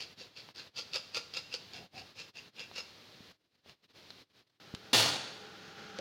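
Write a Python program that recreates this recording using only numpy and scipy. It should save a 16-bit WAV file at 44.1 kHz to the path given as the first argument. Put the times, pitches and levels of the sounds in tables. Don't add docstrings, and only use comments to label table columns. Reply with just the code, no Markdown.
import sys
import numpy as np
from scipy import signal
from scipy.fft import rfft, irfft
from scipy.io import wavfile
from scipy.ndimage import uniform_filter1d

SR = 44100
rng = np.random.default_rng(int(sys.argv[2]) if len(sys.argv) > 2 else 0)


def transcribe(signal):
    frames = np.atleast_2d(signal).T
    limited = np.clip(frames, -1, 1)
    pcm = np.round(limited * 32767).astype(np.int16)
    wavfile.write(sys.argv[1], SR, pcm)


N = 264996
T = np.arange(N) / SR

# (frequency [Hz], level [dB])
SALT_COLOUR = [(40, -40), (170, -29), (500, -4), (720, -25.5), (950, -26), (1400, -3), (2000, -10),
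               (2700, 3.5), (3400, 0.5), (4200, 2.5), (5200, -0.5), (5800, -10.5), (7000, -11), (8000, -30),
               (13000, -41), (16000, -51)]
# (frequency [Hz], level [dB])
CRASH_COLOUR = [(60, -34), (113, -2), (190, -10.5), (274, -5.5), (529, -5), (834, -3.5), (1120, -8),
                (2170, -9.5), (2800, -4.5), (4300, -3), (8500, -17), (12200, -22.5), (13200, -28),
                (15000, -20.5)]
# (frequency [Hz], t60 [s])
CRASH_DECAY = [(100, 0.79), (400, 0.81), (1400, 0.82), (3000, 0.75), (5500, 0.61), (8000, 0.67),
               (12000, 0.32), (16000, 0.42)]
CRASH_LEVEL_S = 0.067
FIRM_DB = -40


def undb(db):
    return 10 ** (np.asarray(db) / 20)


def unit(x):
    return x / np.sqrt(np.mean(x ** 2))


def lookup(points, hz):
    f, v = np.transpose(points)
    return np.interp(np.log(hz + 1), np.log(f), v)


def response(points, size=2048):
    freqs = np.arange(size // 2 + 1) * SR / size
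    cepstrum = irfft(np.log(undb(lookup(points, freqs))))
    cepstrum[1:size // 2] *= 2
    cepstrum[size // 2 + 1:] = 0
    h = irfft(np.exp(rfft(cepstrum)))
    return h / np.linalg.norm(h)


def through(x, h):
    return signal.fftconvolve(x, h)[:len(x)]


def butter(x, order, hz, kind):
    return signal.sosfilt(signal.butter(order, hz, kind, fs=SR, output="sos"), x)


def decay(size, t60):
    return np.exp(-np.log(1000) * T[:size] / t60)


def level_then_fade(size, level_s, t60):
    return undb(-60 * np.maximum(T[:size] - level_s, 0) / t60)


def ring(hz, t60, size=8192):
    return np.sin(2 * np.pi * hz * T[:size]) * decay(size, t60)


def glide(hz):
    return np.sin(2 * np.pi * np.cumsum(hz) / SR)


def resonate(modes):
    out = 0
    for hz, width, db in modes:
        t60 = np.log(1000) / np.pi / width
        out = out + undb(db) * unit(through(rng.standard_normal(N), ring(hz, t60, size=16384)))
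    return out


def walk(rate):
    k = int(SR / rate)
    steps = np.repeat(rng.standard_normal(N // k + 1), k)
    return unit(uniform_filter1d(uniform_filter1d(steps, k), k)[:N])


def diffuse(band_decay, level_s, size=65536, count=16):
    noise, out = rfft(rng.standard_normal(size)), 0
    centres = np.geomspace(60, SR / 2, count)
    freqs = np.arange(len(noise)) * SR / size
    for hz, share in zip(centres, np.eye(count)):
        band = irfft(noise * np.interp(freqs, centres, share))
        out = out + band * level_then_fade(size, level_s, lookup(band_decay, hz))
    return out


def add(out, s, x):
    i = int(round(s * SR))
    x, i = x[max(-i, 0):], max(i, 0)
    out[i:i + len(x)] += x[:max(N - i, 0)]


def shaker(low_hz=120):
    # (first clump [s], its peak [dB], delay of the swarm [s], swarm level [dB],
    #           pop level before its soft onset [dB])
    strokes = [(.005, -31, .016, -44, -48), (.1905, -43, .021, -49, -45), (.3643, -39, .021, -49.5, -56),
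               (.5601, -41, .033, -46.5, -48), (.7736, -34, .015, -38.5, -42),
               (.9342, -24.5, .025, -34.5, -35.5), (1.1461, -25.5, .024, -34.5, -36),
               (1.337, -30.5, .033, -38, -36), (1.54, -23, .003, -42, -37), (1.7344, -36, .03, -48, -56),
               (1.957, -46, .032, -47.5, -56), (2.181, -45, .019, -46, -53), (2.37, -42, .012, -49, -54),
               (2.5945, -33.5, .014, -45, -43), (2.7606, -34, .023, -40, -42)]
    bounce_s, bounce_db = .0085, -3
    pop_lead_s = .002
    tick_db, tick_growth = -31, 1.5
    out = np.zeros(N)
    for s, clump_db, delay, swarm_db, pop_db in strokes:
        landing_s = s + delay
        add(out, s, clump(clump_db))
        add(out, s + bounce_s, clump(clump_db + bounce_db))
        add(out, *swarm(landing_s, swarm_db))
        add(out, landing_s, clump(tick_db + tick_growth * (swarm_db - FIRM_DB)))
        add(out, landing_s - pop_lead_s, pop(pop_db))
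    return butter(out, 1, low_hz, "high")


def clump(db, t60=.015, size=12000):
    push = rng.standard_normal(size) * decay(size, t60)
    tick = cap(push, low_db=-15.5, high_db=0, high_hz=4590, body_db=-18.5)
    return undb(db) * tick / abs(tick).max()


def swarm(s, db, grain_rate=2400, grain_spread_db=3.0, rise=1.38, fall=1.27, size=12000):
    t = T[:size] - T[size // 2]
    half = max(.02 + .0007 * (FIRM_DB - db), .005)
    flow = 1 / np.cosh(np.where(t < 0, rise, fall) * t / half)
    grains = (rng.random(size) < grain_rate / SR) * rng.choice([-1, 1], size)
    grains = grains * undb(grain_spread_db * np.minimum(rng.exponential(size=size), 4))
    force_db = db - FIRM_DB
    body_db = -13.5 + 1.3 * force_db
    high_db = -3 + .45 * force_db
    low_db = -11 + 4.5 * s
    high_hz = 4520 + 190 * s
    rattle = cap(grains * flow, low_db, high_db, high_hz, body_db)
    return s + t[0], undb(db) * unit(rattle) * np.sqrt(np.mean(flow ** 2))


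def cap(push, low_db, high_db, high_hz, body_db, patchy_db=4.0, count=40):
    freqs = np.geomspace(150, 16000, count)
    patchy = lookup(SALT_COLOUR, freqs) + patchy_db * rng.standard_normal(count)
    out = unit(through(push, response(np.column_stack([freqs, patchy]))))
    scattered_hz = high_hz * (1 + .02 * rng.standard_normal())
    for hz, t60, db in [(1400, .014, body_db), (2760, .016, low_db), (scattered_hz, .016, high_db)]:
        out = out + undb(db) * unit(through(push, ring(hz, t60)))
    return out


def pop(db, t60=.063, size=12000):
    scatter = 1 + .02 * rng.standard_normal()
    sinking = 0.917 + 0.14 * np.exp(-T[:size] / 0.0087)
    tone = glide(505 * scatter * sinking) * decay(size, t60)
    return undb(db) * tone * (1 - np.exp(-T[:size] / 0.0029))


def knocks(scatter_db=-20, scatter_t60=0.03):
    # (time [s], mode level at onset [dB], pitch [Hz], t60 [s],
    #                            click level before its treble cut [dB], click top [Hz])
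    touches = [(.489, -44, 1000, .009, -30, 4000), (2.714, -38, 890, .006, -37.5, 4000),
               (3.205, -40.5, 212, .024, -54, 3000), (3.661, -37, 545, .007, -41, 1530),
               (3.696, -51, 600, .0065, -34, 6950), (4.1049, -38.5, 4170, .016, -33, 6040),
               (4.108, -49, 3600, .03, -37, 5000), (4.7397, -23.5, 203, .011, -52, 3980),
               (4.7493, -40, 400, .0014, -24, 15000), (5.597, -56, 444, .041, -41, 4500),
               (5.988, -31.5, 560, .018, -23.5, 9100), (5.992, -30.5, 572, .037, -36, 5000)]
    # (frequency [Hz], level [dB])
    click_colour = [(100, -13), (1000, -3.5), (4500, -2), (7000, -11), (9000, -16), (16000, -35)]
    out, click = np.zeros(N), response(click_colour)
    for s, db, hz, t60, click_db, top_hz in touches:
        scatter = rng.standard_normal(len(click)) * decay(len(click), scatter_t60)
        snap = click / abs(click).max() + undb(scatter_db) * through(scatter, response(SALT_COLOUR))
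        add(out, s, undb(db) * ring(hz, t60))
        add(out, s, undb(click_db) * butter(snap, 3, top_hz, "low"))
    return out


def rustle(tone_db=-4, tone_t60=.08):
    # (time [s], half length [s], level of the dull noise [dB], hollow tone [Hz])
    rubs = [(0.913, 0.014, -64, 785), (1.796, 0.069, -56, 743), (1.985, 0.056, -55, 757)]
    colour = [(60, -9), (130, 2.5), (320, -3), (550, -7), (750, -1.5), (900, -13), (3000, -36)]
    dull = through(rng.standard_normal(N), response(colour))
    out = 0
    for s, half, db, hz in rubs:
        hollow = undb(tone_db) * unit(through(rng.standard_normal(N), ring(hz, tone_t60)))
        out = out + undb(db) * (dull + hollow) * np.exp(-((T - s) / half) ** 2)
    return out


def crash(noise_db=-25.5, jangle_db=-30.5, ring_db=-30.5, boom_db=-33.5, thump_db=-25, clatter_db=1.2, low_hz=80):
    # (frequency [Hz], level relative to ring_db [dB], t60 [s])
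    ringing = [(135, -10, 0.73), (1421, -10, 0.73), (1814, -4, 0.57), (2406, -8, 0.68), (2794, -7, 0.82),
               (3160, -6, 0.61), (3418, -3, 0.53), (3499, 0, 0.82), (3833, 0, 0.43), (4317, -4, 0.64),
               (4500, -9, 0.87), (4807, -13, 1.1), (4985, -7, 0.54), (5739, -11, 0.53), (6051, -8, 0.49),
               (6627, -12, 0.53), (7359, -9, 0.46), (8344, -18, 0.54), (9442, -20, 0.69), (9733, -15, 0.37),
               (10010, -26, 0.94), (10260, -9, 0.24), (10460, -18, 0.44), (11650, -15, 0.36)]
    out = np.zeros(N)
    wash = undb(noise_db) * through(diffuse(CRASH_DECAY, CRASH_LEVEL_S), response(CRASH_COLOUR))
    size = len(wash)
    wash = wash * undb(clatter_db * walk(250.3)[:size])
    metal = undb(jangle_db) * jangle(size)
    rings = sum(rng.choice([-1, 1]) * undb(db + ring_db) * ring(hz, t60, size) for hz, db, t60 in ringing)
    boom = undb(boom_db) * (ring(108.3, 0.4, size) - ring(116, 0.16, size))
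    thump = undb(thump_db) * ring(264, .05, size)
    onset = 1 - np.exp(-T[:size] / 0.001)
    add(out, 4.9305, (wash + metal + rings + boom + thump) * onset)
    return butter(out, 4, low_hz, "high")


def jangle(size, count=220, spread_db=4):
    out = 0
    for place, loud, life, phase in rng.random((count, 4)):
        hz = 1200 * 10 ** place
        t60 = lookup(CRASH_DECAY, hz) * (0.92 + 0.52 * life)
        gain = undb(lookup(CRASH_COLOUR, hz) - spread_db * np.log(1 - .95 * loud)) * np.sqrt(hz)
        tone = np.sin(2 * np.pi * (hz * T[:size] + phase))
        out = out + gain * tone * level_then_fade(size, CRASH_LEVEL_S, t60)
    return out / np.std(out[:int(CRASH_LEVEL_S * SR)])


def rush(hollow_db=-1, flutter_db=1.4, tone_db=1, tone_fade_db_per_s=4.5, tone_rise_s=.7):
    # (frequency [Hz], level [dB])
    air_colour = [(50, -22.5), (110, 0), (400, 4), (1000, -9.5), (1450, 4), (2000, -3.5), (3200, -2.5),
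                  (4500, -6.5), (6500, -12), (8500, -33.5), (16000, -40)]
    # (frequency [Hz], width [Hz], level relative to hollow_db [dB])
    hollows = [(192, 14, -6), (799, 18, -7.5), (1394, 160, -5.5)]
    # (frequency [Hz], spread of its wander [Hz], level before tone_db [dB])
    drones = [(434, 5, -60.5), (504, 12.2, -68.5), (1420, 22, -65)]
    start_s, start_db, swell_start_s, swell_db_per_s = 4.6, -62, 4.95, 9.5
    age, swell_s = np.maximum(T - start_s, 0), np.maximum(T - swell_start_s, 0)
    air = through(rng.standard_normal(N), response(air_colour)) + undb(hollow_db) * resonate(hollows)
    air = butter(air, 2, 80, "high")
    level_db = start_db + swell_db_per_s * swell_s + flutter_db * walk(40)
    tones = 0
    for hz, width, db in drones:
        wavering = np.sqrt(2) * glide(hz + width * walk(30))
        tones = tones + undb(db + 2.0 * walk(13)) * wavering
    tone_gain = undb(tone_db - tone_fade_db_per_s * swell_s) * np.minimum(age / tone_rise_s, 1)
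    return air * undb(level_db) * (age > 0) + tones * tone_gain


def background(hiss_db=-56.8, hum_db=-72, drift_db=.5):
    # (frequency [Hz], level [dB])
    hiss_colour = [(18, -41), (30, -14), (109, 2), (287, -0.5), (473, -1), (600, -3.5), (866, -6.5),
                   (1100, -6.5), (2230, -6.5), (4190, -2.5), (5040, -7), (8080, -25.5), (13000, -27),
                   (14800, -24.5), (16000, -29)]
    hiss = through(rng.standard_normal(N), response(hiss_colour, size=8192))
    level_db = hiss_db + drift_db * walk(4) + .5 * walk(40)
    return undb(level_db) * hiss + undb(hum_db) * np.sin(2 * np.pi * 100 * T)


def murk(murk_db=-88):
    colour = [(40, -13), (110, 2), (220, -5.5), (330, 5), (600, -11.5), (4000, -18), (16000, -25.5)]
    return undb(murk_db) * through(rng.standard_normal(N), response(colour))


def lulls(sink_s=0.028, flutter=0.12, flicker_fall_db=12):
    # (start of full depth [s], end [s], depth before flutter [dB], recovery [s])
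    low_spells = [(.157, .159, -14, .021), (.3, .348, -7, .022), (.538, .538, -20, .012),
                  (.705, .735, -16, .026), (1.886, 1.909, -17, .035), (2.14, 2.146, -8, .016),
                  (2.324, 2.329, -25, .026), (2.512, 2.522, -19, .041), (3.345, 3.91, -27, .05),
                  (4.248, 4.597, -24, .0043)]
    # (time [s], half length [s], peak before flutter [dB])
    returns = [(3.335, .035, -12), (3.555, .015, -16), (3.695, .044, -1.5), (3.845, .02, -7.5),
               (3.908, .025, -8.5), (4.31, .022, -14), (4.382, .048, -4.5), (4.475, .012, -15),
               (4.502, .01, -16)]
    dips = [np.interp(T, [a - sink_s, a, b, b + back], [0, depth, depth, 0]) for a, b, depth, back in low_spells]
    flickers = [db - flicker_fall_db * ((T - s) / half) ** 2 for s, half, db in returns]
    level_db = np.maximum(np.min(dips, axis=0), np.max(flickers, axis=0))
    return undb(level_db * (1 + flutter * walk(45)))


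def scene(room_db=-11):
    # (frequency [Hz], t60 [s])
    room_decay = [(200, 0.36), (3000, 0.46), (8000, 0.51), (16000, 0.11)]
    close, room = shaker(), diffuse(room_decay, 0)
    echo = undb(room_db) * through(close, room / np.linalg.norm(room))
    sinking = (close + echo + knocks() + rustle() + background()) * lulls()
    mono = sinking + crash() + rush() + murk()
    return np.array([mono, mono])


def record(dry):
    thin = butter(dry, 2, 55, "high")
    return signal.sosfilt(signal.ellip(10, .2, 80, 15900, fs=SR, output="sos"), thin)


dry = scene()
out = record(dry)
transcribe(out)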